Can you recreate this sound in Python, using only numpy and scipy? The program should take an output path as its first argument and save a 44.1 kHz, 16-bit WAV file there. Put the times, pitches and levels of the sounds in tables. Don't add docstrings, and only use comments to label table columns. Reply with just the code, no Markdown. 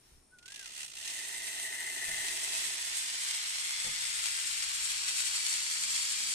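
import sys
import numpy as np
from scipy import signal
from scipy.fft import rfft, irfft, next_fast_len
from scipy.io import wavfile
from scipy.ndimage import uniform_filter1d, map_coordinates

SR = 44100
rng = np.random.default_rng(int(sys.argv[2]) if len(sys.argv) > 2 else 0)


def transcribe(u):
    v = np.clip(np.atleast_2d(u).T, -1, 1)
    q = np.round(v * 32767).astype(np.int16)
    wavfile.write(sys.argv[1], SR, q)


N = 279831

# time_s, strands_per_s
SPEED = [(0.387, 20.7), (0.521, 53.3), (0.82, 76), (0.87, 53), (0.94, 55), (1.1, 107), (2.0, 173),
         (3.3, 289), (5.1, 415), (5.8, 434), (6.35, 480)]
# time_s, reach (0 trolley, 1 first stretch of cable, 2 far down the span)
REACH = [(0.5, 0.4), (1.8, 0.062), (2.15, 0.3), (2.5, 0.6), (3.2, 0.9), (4.0, 1.004), (4.6, 1.13),
         (5.5, 1.55)]
# time_s, side_db
HEADING = [(0.5, -5), (1.3, -5), (2.2, -3), (2.8, -5), (3.5, -3), (4.3, -1.1), (5.2, -1.5), (6.3, -2)]
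# start_s, strength_db (before the crack and tail offsets)
HARD_CONTACTS = [(0.3862, -50), (0.4257, -66), (0.4585, -41.5), (0.48, -41), (0.501, -47), (0.5205, -39),
                 (0.544, -40), (0.56, -37), (0.5936, -36.5), (0.6267, -44), (0.658, -37), (0.675, -42),
                 (0.7189, -47), (0.747, -51), (0.7755, -52), (0.8028, -61), (0.831, -36), (0.8966, -52),
                 (0.9146, -48), (0.953, -40), (0.968, -40), (0.9845, -48), (1.0281, -37), (1.053, -33),
                 (1.0768, -31), (1.1, -33), (1.1908, -36), (1.47, -33), (2.283, -28), (2.614, -42),
                 (2.646, -35), (3.307, -41), (3.555, -33), (5.169, -37), (5.199, -29), (5.466, -32),
                 (5.9526, -37)]
# frequency_hz, density_db (per Hz)
NEAR_COLOUR = [(1000, -14.5), (1550, -12.5), (2270, -5.5), (2480, 1), (2870, 4.5), (3100, 2), (3400, 3),
               (4300, 0), (5210, -4.5), (7570, 12.5), (8400, 18.5), (9610, 12), (14300, -0.5)]
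MIDWAY_COLOUR = [(410, -26), (700, -25.5), (901, -14), (1150, -14.5), (1520, -8), (2210, -2), (2700, -4.5),
                 (3350, -2.5), (6690, -4), (8090, 2.5), (14300, -25.5)]
FAR_COLOUR = [(410, -31), (770, -39), (878, -16.5), (1440, -14.5), (2260, -6.5), (3650, -7.5), (4420, 0.5),
              (6290, -5), (7410, -2.5), (8620, -7), (14300, -31)]
# frequency_hz, side_db
NEAR_SIDE = [(1000, 11.5), (2000, 11), (3100, 4.5), (4300, 7), (5200, -1.5), (7000, 0), (8500, 1),
             (11000, 5)]
FAR_SIDE = [(700, 1.6), (1300, 5.3), (2300, 4.2), (3300, 7.5), (4300, 1.8), (6000, 1.3), (7500, 4.6),
            (10000, 4.9), (13000, 4.8)]
# centre_hz, width_hz, lift_db, strongest_s, length_s, glide_hz_per_s
CABLE_RESONANCES = [(1310, 70, 7.5, 4.8, 1.8, -30), (1524, 55, 4.5, 4.8, 3, -5),
                    (1705, 60, 4, 5.7, 1.6, -5), (1170, 70, 5, 4.1, 1, 40), (2170, 80, 4.5, 3.8, .5, 60),
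                    (2320, 75, 6, 4.9, 2.2, -15), (2680, 80, 5.5, 4.8, 2.4, -20),
                    (2885, 110, 4, 2.05, .6, 0), (2935, 70, 7, 5.15, 2, 0), (3380, 140, 4.5, 2.7, .8, 280),
                    (3425, 115, 9, 3.77, .25, 0), (3320, 85, 6.5, 5.3, 2.2, 0),
                    (3800, 80, 6, 5.4, 1.8, -25), (4095, 80, 3.5, 3.4, .8, 0), (4172, 30, 6.5, 5.3, 2.2, 0),
                    (4420, 105, 8.3, 5.2, 2.7, -5), (4750, 100, 4, 2.85, .7, 200),
                    (4865, 80, 7, 4.3, .7, -70), (4800, 60, 5, 5.7, 1.5, -50), (5155, 75, 5, 4.1, 1, -30),
                    (5525, 90, 7, 4.95, 1.5, -45), (5829, 35, 5, 5.7, 2.2, 0), (6685, 65, 4, 5.3, 2.2, -20),
                    (7180, 70, 4.5, 5.7, 1.6, -30), (7440, 85, 6.5, 5.6, 1.7, -40),
                    (8020, 90, 5, 3.95, .45, 0), (8420, 170, 3, 1.6, 1, 0),
                    (8650, 120, 4.5, 5.7, 1.3, -120)]
# pitch_hz, width_hz, level_db
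PLATE_MODES = [(1480, 24, -3), (1775, 34, 5.5), (1901, 39, 11), (2046, 71, 8)]
HANGER_MODES = [(134, 24, -8.5), (271, 58, -6), (397, 65, -1.5), (660, 41, 3.5), (870, 93, 2.5),
                (953, 30, 9.5), (1320, 180, 2)]
# centre_s, length_s, lift_db
SCRAPES = [(0.858, 0.17, 4.5), (1.087, 0.46, 3), (1.477, 0.04, 4), (1.617, 0.12, 3), (2.25, 0.45, 3.5),
           (2.612, 0.16, 4.5), (2.96, 0.062, 2), (3.313, 0.079, 3), (4.257, 0.048, 3), (4.906, 0.014, 3),
           (5.09, 0.015, 6), (5.19, 0.046, 3.5), (5.27, 0.022, 3.5), (5.359, 0.026, 3),
           (5.465, 0.0099, 4.5), (5.527, 0.064, 2.5), (5.95, 0.11, 2.5), (6.135, 0.15, 0.5)]
# centre_s, length_s, level_db
HUMS = [(5.52, 0.22, -75), (5.88, 0.21, -69.5), (6.25, 0.29, -70)]
# start_s, push_db (before filter and modes), softness_cutoff_hz
KNOCKS = [(2.084, -55, 300), (2.136, -60, 250), (2.66, -61, 300), (3.848, -57, 905), (3.859, -59, 1000),
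          (3.8672, -57, 5000), (3.877, -54.5, 900), (3.893, -53.5, 300), (3.921, -58, 110)]
# pitch_hz, gain_db, t60_s
DECK_MODES = [(41.5, -7, 0.15), (113, -40, 0.23), (155, -1.5, 0.26), (216, -1.5, 0.15), (540, 5, 0.056),
              (890, 2.5, 0.068), (1370, 7, 0.028), (2150, 22.5, 0.021)]
# time_s, pitch_hz, level_db
WHISTLE = [(0.31, 1470, -78), (0.336, 1505, -57.5), (0.4, 1415, -70.5), (0.454, 1460, -59.5),
           (0.53, 1670, -60), (0.564, 1687, -67), (0.614, 1600, -55), (0.66, 1396, -64), (0.69, 1260, -71)]
# frequency_hz, density_db (per Hz)
AIR_COLOUR = [(35, -4.5), (60, -9), (242, -7), (375, -6), (450, -6.5), (528, -14.5), (664, -12.5),
              (3010, -20.5), (9240, -18), (14300, -34)]
# centre_hz, width_hz, level_db (before the throb)
INSECTS = [(5500, 230, -83), (9200, 1300, -75)]
# centre_s, length_s, lift_db
GUSTS = [(0.158, 0.11, 12), (2.193, 0.31, 9.5), (3.98, 0.34, 8.5), (4.8, 0.97, 6), (6.001, .35, 3)]
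# frequency_hz, likeness (0-1)
LIKENESS = [(150, 0.86), (500, 0.06), (1300, 0.29), (2200, 0), (3500, 0), (5500, 0), (9000, 0.09),
            (13000, 0)]

CRUISE_PER_S, CRAWL_PER_S, CRAWL_STEEPNESS = 263, 83.3, 4.3
HISS_DB, HISS_DB_PER_OCTAVE = -40.5, 1.5
SIZZLE_DB, SIZZLE_DB_PER_OCTAVE = -43, 4.5
NEAR_HISS_DB, NEAR_SIZZLE_DB = -5.5, 0.43
SCRAPE_HISS_SHARE = 0.77
STRAND_T60_S, STRAND_SPREAD_DB, GRIT_T60_S = 0.043, 1.4, 0.008
CRACK_DB, CRACK_T60_S, TAIL_DB, TAIL_T60_S = -4, 0.007, -7.5, 0.04
REAR_LAG_S, REAR_SHARE = 0.0034, 0.38
RING_ON_SHARE, RING_ON_T60_S = 0.15, 0.2
CROWD_HZ, CROWD_S, CROWD_DB, SAG_PER_S = 55, 0.4, 2.1, 0.003
STRAND_M, PASS_S, PASS_M = 0.0051, 2.23, 1.1
PLATE_DB, PLATE_DB_PER_OCTAVE, PLATE_LOSS_DB_PER_M = -42, 7.5, 7.5
HANGER_DB, HANGER_DB_PER_OCTAVE, HANGER_LOSS_DB_PER_M = -54, 5, 11
SHADOW_S, SHADOW_TAKES_S, SHADOW_DB = 2.34, 0.05, 8
HUM_OCTAVE_DB, HUM_WAVER_DB = -9, 1.5
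RUSTLE_S, RUSTLE_LENGTH_S, RUSTLE_DB = 0.097, 0.19, -68.5
AIR_DB, CALM_BREEZE_DB = -70, -74.5
CUTOFF_HZ = 14380


def contact(rub=1.0, rub_full_per_s=150, grit_per_s=220, grit_spread_db=3.0, grit=0.39):
    strands_per_s = speed()
    crossed = np.diff(np.ceil(np.cumsum(strands_per_s) / SR), prepend=0)
    strength = from_db(STRAND_SPREAD_DB * rng.standard_normal(N))
    bumps = both_sheaves(smeared(fade(crossed * strength ** 2, STRAND_T60_S / 2)))
    grit_size = from_db(grit_spread_db * np.minimum(rng.exponential(1, N), 2.9))
    grit_hits = rng.random(N) < grit_per_s / SR
    bursts = fade(grit_hits * grit_size ** 2, GRIT_T60_S / 2)
    growth = np.minimum(strands_per_s / rub_full_per_s, 1) ** 2
    filling = growth * (grit * bursts / bursts.mean() + rub)
    power = bumps / (uniform_filter1d(bumps, size=6000) + 1e-9) + filling
    under_way = 1 / (1 + (CRAWL_PER_S / (strands_per_s + 1e-3)) ** CRAWL_STEEPNESS)
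    return np.sqrt(under_way * power / (uniform_filter1d(power, size=9000) + 1e-9))


def ticks():
    clicks = np.zeros(N)
    for start_s, strength_db in HARD_CONTACTS:
        clicks[int(start_s * SR)] = from_db(strength_db) ** 2
    tail = smeared(fade(clicks, TAIL_T60_S / 2)) * from_db(TAIL_DB) ** 2
    crack = fade(clicks, CRACK_T60_S / 2) * from_db(CRACK_DB) ** 2
    return np.sqrt(both_sheaves(tail) + crack)


def cable(force, hard, top_flicker_db=1.23):
    hz = bins()
    reach = np.clip(in_time(REACH)[0], 0, 2)
    hiss_db, sizzle_db = rolling_levels(reach)
    depth_db = at_hz([(4500, 1.15), (9000, 1.5)], hz)
    near_db = at_hz(NEAR_COLOUR, hz) + depth_db * ripple(spacing_hz=108.5)
    near = steel_noise(near_db, NEAR_SIDE, lag_ms=0.472)
    midway_db = at_hz(MIDWAY_COLOUR, hz) + depth_db * ripple(spacing_hz=33.87)
    midway = steel_noise(midway_db, FAR_SIDE, lag_ms=0.322)
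    far_db = at_hz(FAR_COLOUR, hz) + depth_db * ripple(spacing_hz=30.1)
    far = steel_noise(far_db, FAR_SIDE, lag_ms=0.262)
    shares = [np.sqrt(np.clip(1 - abs(reach - k), 0, 1)) for k in range(3)]
    hiss, sizzle = shifting(shares[0] * near + shares[1] * midway + shares[2] * far)
    hiss = hiss * np.hypot(force * from_db(hiss_db), hard)
    sizzle_gain = from_db(sizzle_db + top_flicker_db * drift(21))
    sizzle = sizzle * np.hypot(lingering(force) * sizzle_gain, 0.55 * hard)
    thin = signal.butter(3, 600, "high", fs=SR, output="sos")
    return signal.sosfilt(thin, hiss + sizzle) * pan(in_time(HEADING)[0])


def trolley(force, hard, plate_side_db=4.5, tick_ring_db=-26.0, plate_waver_db=1.5):
    shake = stereo_noise(lag_ms=.47, diffuse=.08)
    narrow = signal.butter(4, [1500, 2230], "band", fs=SR, output="sos")
    ringing = resonate(shake, PLATE_MODES)
    ringing = ringing / signal.sosfilt(narrow, ringing.mean(axis=0)).std()
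    shadow_db = SHADOW_DB * (1 + np.tanh((np.arange(N) / SR - SHADOW_S) / SHADOW_TAKES_S)) / 2
    rolling = force * from_db(PLATE_DB - shadow_db + plate_waver_db * drift(23))
    drive = np.hypot(rolling, hard * from_db(tick_ring_db))
    pass_gain = passing(PLATE_DB_PER_OCTAVE, PLATE_LOSS_DB_PER_M)
    plates = signal.sosfilt(narrow, ringing * drive * pass_gain) * pan(plate_side_db)
    dull = signal.butter(4, 1250, fs=SR, output="sos")
    hanger = signal.sosfilt(dull, resonate(shake * force, HANGER_MODES))
    hanger = hanger / hanger.std() * from_db(HANGER_DB)
    return plates + hanger * passing(HANGER_DB_PER_OCTAVE, HANGER_LOSS_DB_PER_M)


def sheave_hum():
    phase = np.pi * np.cumsum(speed()) / SR
    level = sum(from_db(level_db) * swell(s, length_s) for s, length_s, level_db in HUMS)
    octave = from_db(HUM_OCTAVE_DB + HUM_WAVER_DB * drift(9.6)) * np.sin(2 * phase)
    return np.sqrt(2) * level * (np.sin(phase) + octave)


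def rustle(low_hz=900, high_hz=10000):
    hz = bins()
    colour = hz / (hz + low_hz) / (1 + (hz / high_hz) ** 2)
    cloth = rms_one(shaped(stereo_noise(lag_ms=.47), colour))
    return cloth * swell(RUSTLE_S, RUSTLE_LENGTH_S) * from_db(RUSTLE_DB)


def knocks():
    push, ringing = np.zeros(N), 0
    for start_s, push_db, soft_hz in KNOCKS:
        blow = from_db(push_db) * signal.unit_impulse(N, int(start_s * SR)) + 1e-18
        push += signal.sosfilt(signal.butter(1, soft_hz, fs=SR, output="sos"), blow)
    for hz, gain_db, t60_s in DECK_MODES:
        r, w = 1e-3 ** (1 / (t60_s * SR)), 2 * np.pi * hz / SR
        mode = signal.lfilter([0, np.sin(w)], [1, -2 * r * np.cos(w), r * r], push)
        ringing = ringing + from_db(gain_db) * mode
    return ringing


def bird():
    pitch_hz, level_db = in_time(WHISTLE)
    phase = 2 * np.pi * np.cumsum(uniform_filter1d(pitch_hz, size=900)) / SR
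    level = from_db(level_db) * during(WHISTLE, rise=0.0038, fall=.015)
    return np.sqrt(2) * level * np.sin(phase)


def outdoors(breeze_hz=65, insect_side_db=5.5, throb_db=3.5):
    hz = bins()
    air = from_db(AIR_DB) * rms_one(shaped(stereo_noise(lag_ms=0), from_db(at_hz(AIR_COLOUR, hz))))
    breeze_colour = hz / (hz + 20) / (1 + (hz / breeze_hz) ** 2)
    breeze = rms_one(shaped(stereo_noise(lag_ms=0), breeze_colour))
    gust_db = sum(lift_db * swell(s, length_s) for s, length_s, lift_db in GUSTS)
    shrill = 0
    for centre_hz, width_hz, level_db in INSECTS:
        throb = from_db(level_db + throb_db * drift(7))
        band = np.exp(-(2 * (hz - centre_hz) / width_hz) ** 2)
        shrill = shrill + throb * rms_one(shaped(rng.standard_normal((2, N)), band))
    return air + breeze * from_db(CALM_BREEZE_DB + gust_db) + shrill * pan(insect_side_db)


def speed():
    return np.interp(np.arange(N) / SR, *np.transpose(SPEED), left=0)


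def rolling_levels(reach):
    octaves = np.log2((speed() + 1) / CRUISE_PER_S)
    scrape_db = sum(lift_db * swell(s, length_s) for s, length_s, lift_db in SCRAPES)
    near = np.clip(1 - reach, 0, 1)
    hiss_db = HISS_DB + HISS_DB_PER_OCTAVE * octaves + NEAR_HISS_DB * near
    sizzle_db = SIZZLE_DB + SIZZLE_DB_PER_OCTAVE * octaves + NEAR_SIZZLE_DB * near
    return hiss_db + SCRAPE_HISS_SHARE * scrape_db, sizzle_db + scrape_db


def both_sheaves(power):
    lag = int(REAR_LAG_S * SR)
    return (1 - REAR_SHARE) * power + REAR_SHARE * np.pad(power, (lag, 0))[:N]


def smeared(power):
    smear = np.exp(-1 / (.0008 * SR))
    return signal.lfilter([1 - smear], [1, -smear], power)


def lingering(force):
    tail = fade(force ** 2, RING_ON_T60_S / 2) * np.log(1e6) / (RING_ON_T60_S * SR)
    return np.sqrt((1 - RING_ON_SHARE) * force ** 2 + RING_ON_SHARE * tail)


def steel_noise(colour_db, side, lag_ms):
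    hz = bins()
    noise = stereo_noise(lag_ms, scatter=.4)
    gains = from_db(colour_db) * pan(at_hz(side, hz))
    upper = 1 / (1 + (6500 / (hz + 1)) ** 16)
    return np.array([rms_one(shaped(noise, gains * half)) for half in (1 - upper, upper)])


def shifting(x):
    hz, s, frames = signal.stft(x, SR, nperseg=2048, noverlap=1024)
    hz = hz[:, None]
    strong_db = 0
    for centre_hz, width_hz, lift_db, strongest_s, length_s, glide in CABLE_RESONANCES:
        since_s = s - strongest_s
        feed = 2 ** -np.minimum((2 * since_s / length_s) ** 2, 60)
        peak = 1 / (1 + (2 * (hz - centre_hz - glide * since_s) / width_hz) ** 2)
        strong_db = strong_db + lift_db * feed * peak
    place = np.broadcast_arrays(hz * (1 + SAG_PER_S * s) / CROWD_HZ, s / CROWD_S)
    crowd = map_coordinates(rng.standard_normal((512, 32)), place, order=3, mode="mirror")
    gain = from_db(strong_db + CROWD_DB * crowd * np.clip(hz / 900 - 0.3, 0, 1))
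    gain = gain / np.sqrt(uniform_filter1d(gain ** 2, size=60, axis=0))
    return signal.istft(frames * gain, SR, nperseg=2048, noverlap=1024)[1][..., :N]


def passing(db_per_octave, loss_db_per_m):
    strands_per_s, closest = speed() + 1, int(PASS_S * SR)
    travel_m = STRAND_M * np.cumsum(strands_per_s) / SR
    past_m = travel_m - travel_m[closest]
    speed_db = db_per_octave * np.log2(strands_per_s / strands_per_s[closest])
    turned_db = loss_db_per_m * np.maximum(past_m, 0)
    return from_db(speed_db - turned_db) * PASS_M / np.hypot(past_m, PASS_M)


def resonate(x, modes):
    out = 0
    for k, (hz, width_hz, level_db) in enumerate(modes):
        r = np.exp(-np.pi * width_hz / SR)
        poles = [1, -2 * r * np.cos(2 * np.pi * hz / SR), r * r]
        gain = (-1) ** k * from_db(level_db) * (1 - r * r) / 2
        out = out + gain * signal.lfilter([1, 0, -1], poles, x)
    return out


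def stereo_noise(lag_ms, scatter=0.0, diffuse=0.73):
    hz = bins()
    alike = np.clip(1 - diffuse * (1 - at_hz(LIKENESS, hz)), 0, 1)
    lag_phase = 2 * np.pi * hz * lag_ms / 1000 * np.clip(hz / 500 - 1, 0, 1)
    echo_phase = scatter * ripple(spacing_hz=265.4) * np.clip(hz / 1500 - 1, 0, 1)
    late = np.exp(-1j * (lag_phase + echo_phase))
    shared = rng.standard_normal(N)
    direct = np.array([shaped(shared, np.sqrt(alike) * late), shaped(shared, np.sqrt(alike))])
    return direct + shaped(rng.standard_normal((2, N)), np.sqrt(1 - alike))


def pan(side_db):
    return from_db(np.array([[.5], [-.5]]) * side_db)


def ripple(spacing_hz):
    return np.interp(bins() / spacing_hz, np.arange(4096), rng.standard_normal(4096))


def swell(s, length_s):
    return 2 ** -np.minimum((2 * (np.arange(N) / SR - s) / length_s) ** 2, 60)


def drift(rate_hz):
    r = np.exp(-80 * np.pi * rate_hz / SR)
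    noise = rng.standard_normal(N // 40 + 2002)
    slow = signal.lfilter([1], [1, -2 * r, r * r], noise)[2000:]
    return np.interp(np.arange(N) / 40, np.arange(len(slow)), rms_one(slow))


def fade(clicks, t60_s):
    return signal.lfilter([1], [1, -1e-3 ** (1 / (t60_s * SR))], clicks + 1e-18)


def in_time(rows):
    s, *columns = np.transpose(rows)
    return [np.interp(np.arange(N) / SR, s, c) for c in columns]


def during(rows, rise, fall):
    t = np.arange(N) / SR
    before_s, after_s = np.minimum(t - rows[0][0], 0), np.maximum(t - rows[-1][0], 0)
    return np.exp(before_s / rise - after_s / fall)


def at_hz(points, hz):
    return np.interp(np.log(hz + 1), np.log(np.array(points)[:, 0]), np.array(points)[:, 1])


def bins():
    return np.fft.rfftfreq(2 * next_fast_len(N // 2 + 1), 1 / SR)


def shaped(x, gain):
    size = 2 * (gain.shape[-1] - 1)
    return irfft(rfft(x, size) * gain)[..., :N]


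def rms_one(x):
    return x / np.sqrt(np.mean(np.atleast_2d(x).mean(axis=0) ** 2) + 1e-20)


def from_db(db):
    return 10 ** (np.asarray(db) / 20)


def scene():
    force, hard = contact(), ticks()
    ride = cable(force, hard) + trolley(force, hard) + sheave_hum()
    return ride + rustle() + knocks() + bird() + outdoors()


def record(dry):
    return signal.sosfilt(signal.ellip(12, .1, 70, CUTOFF_HZ, fs=SR, output="sos"), dry)


dry = scene()
out = record(dry)
transcribe(out)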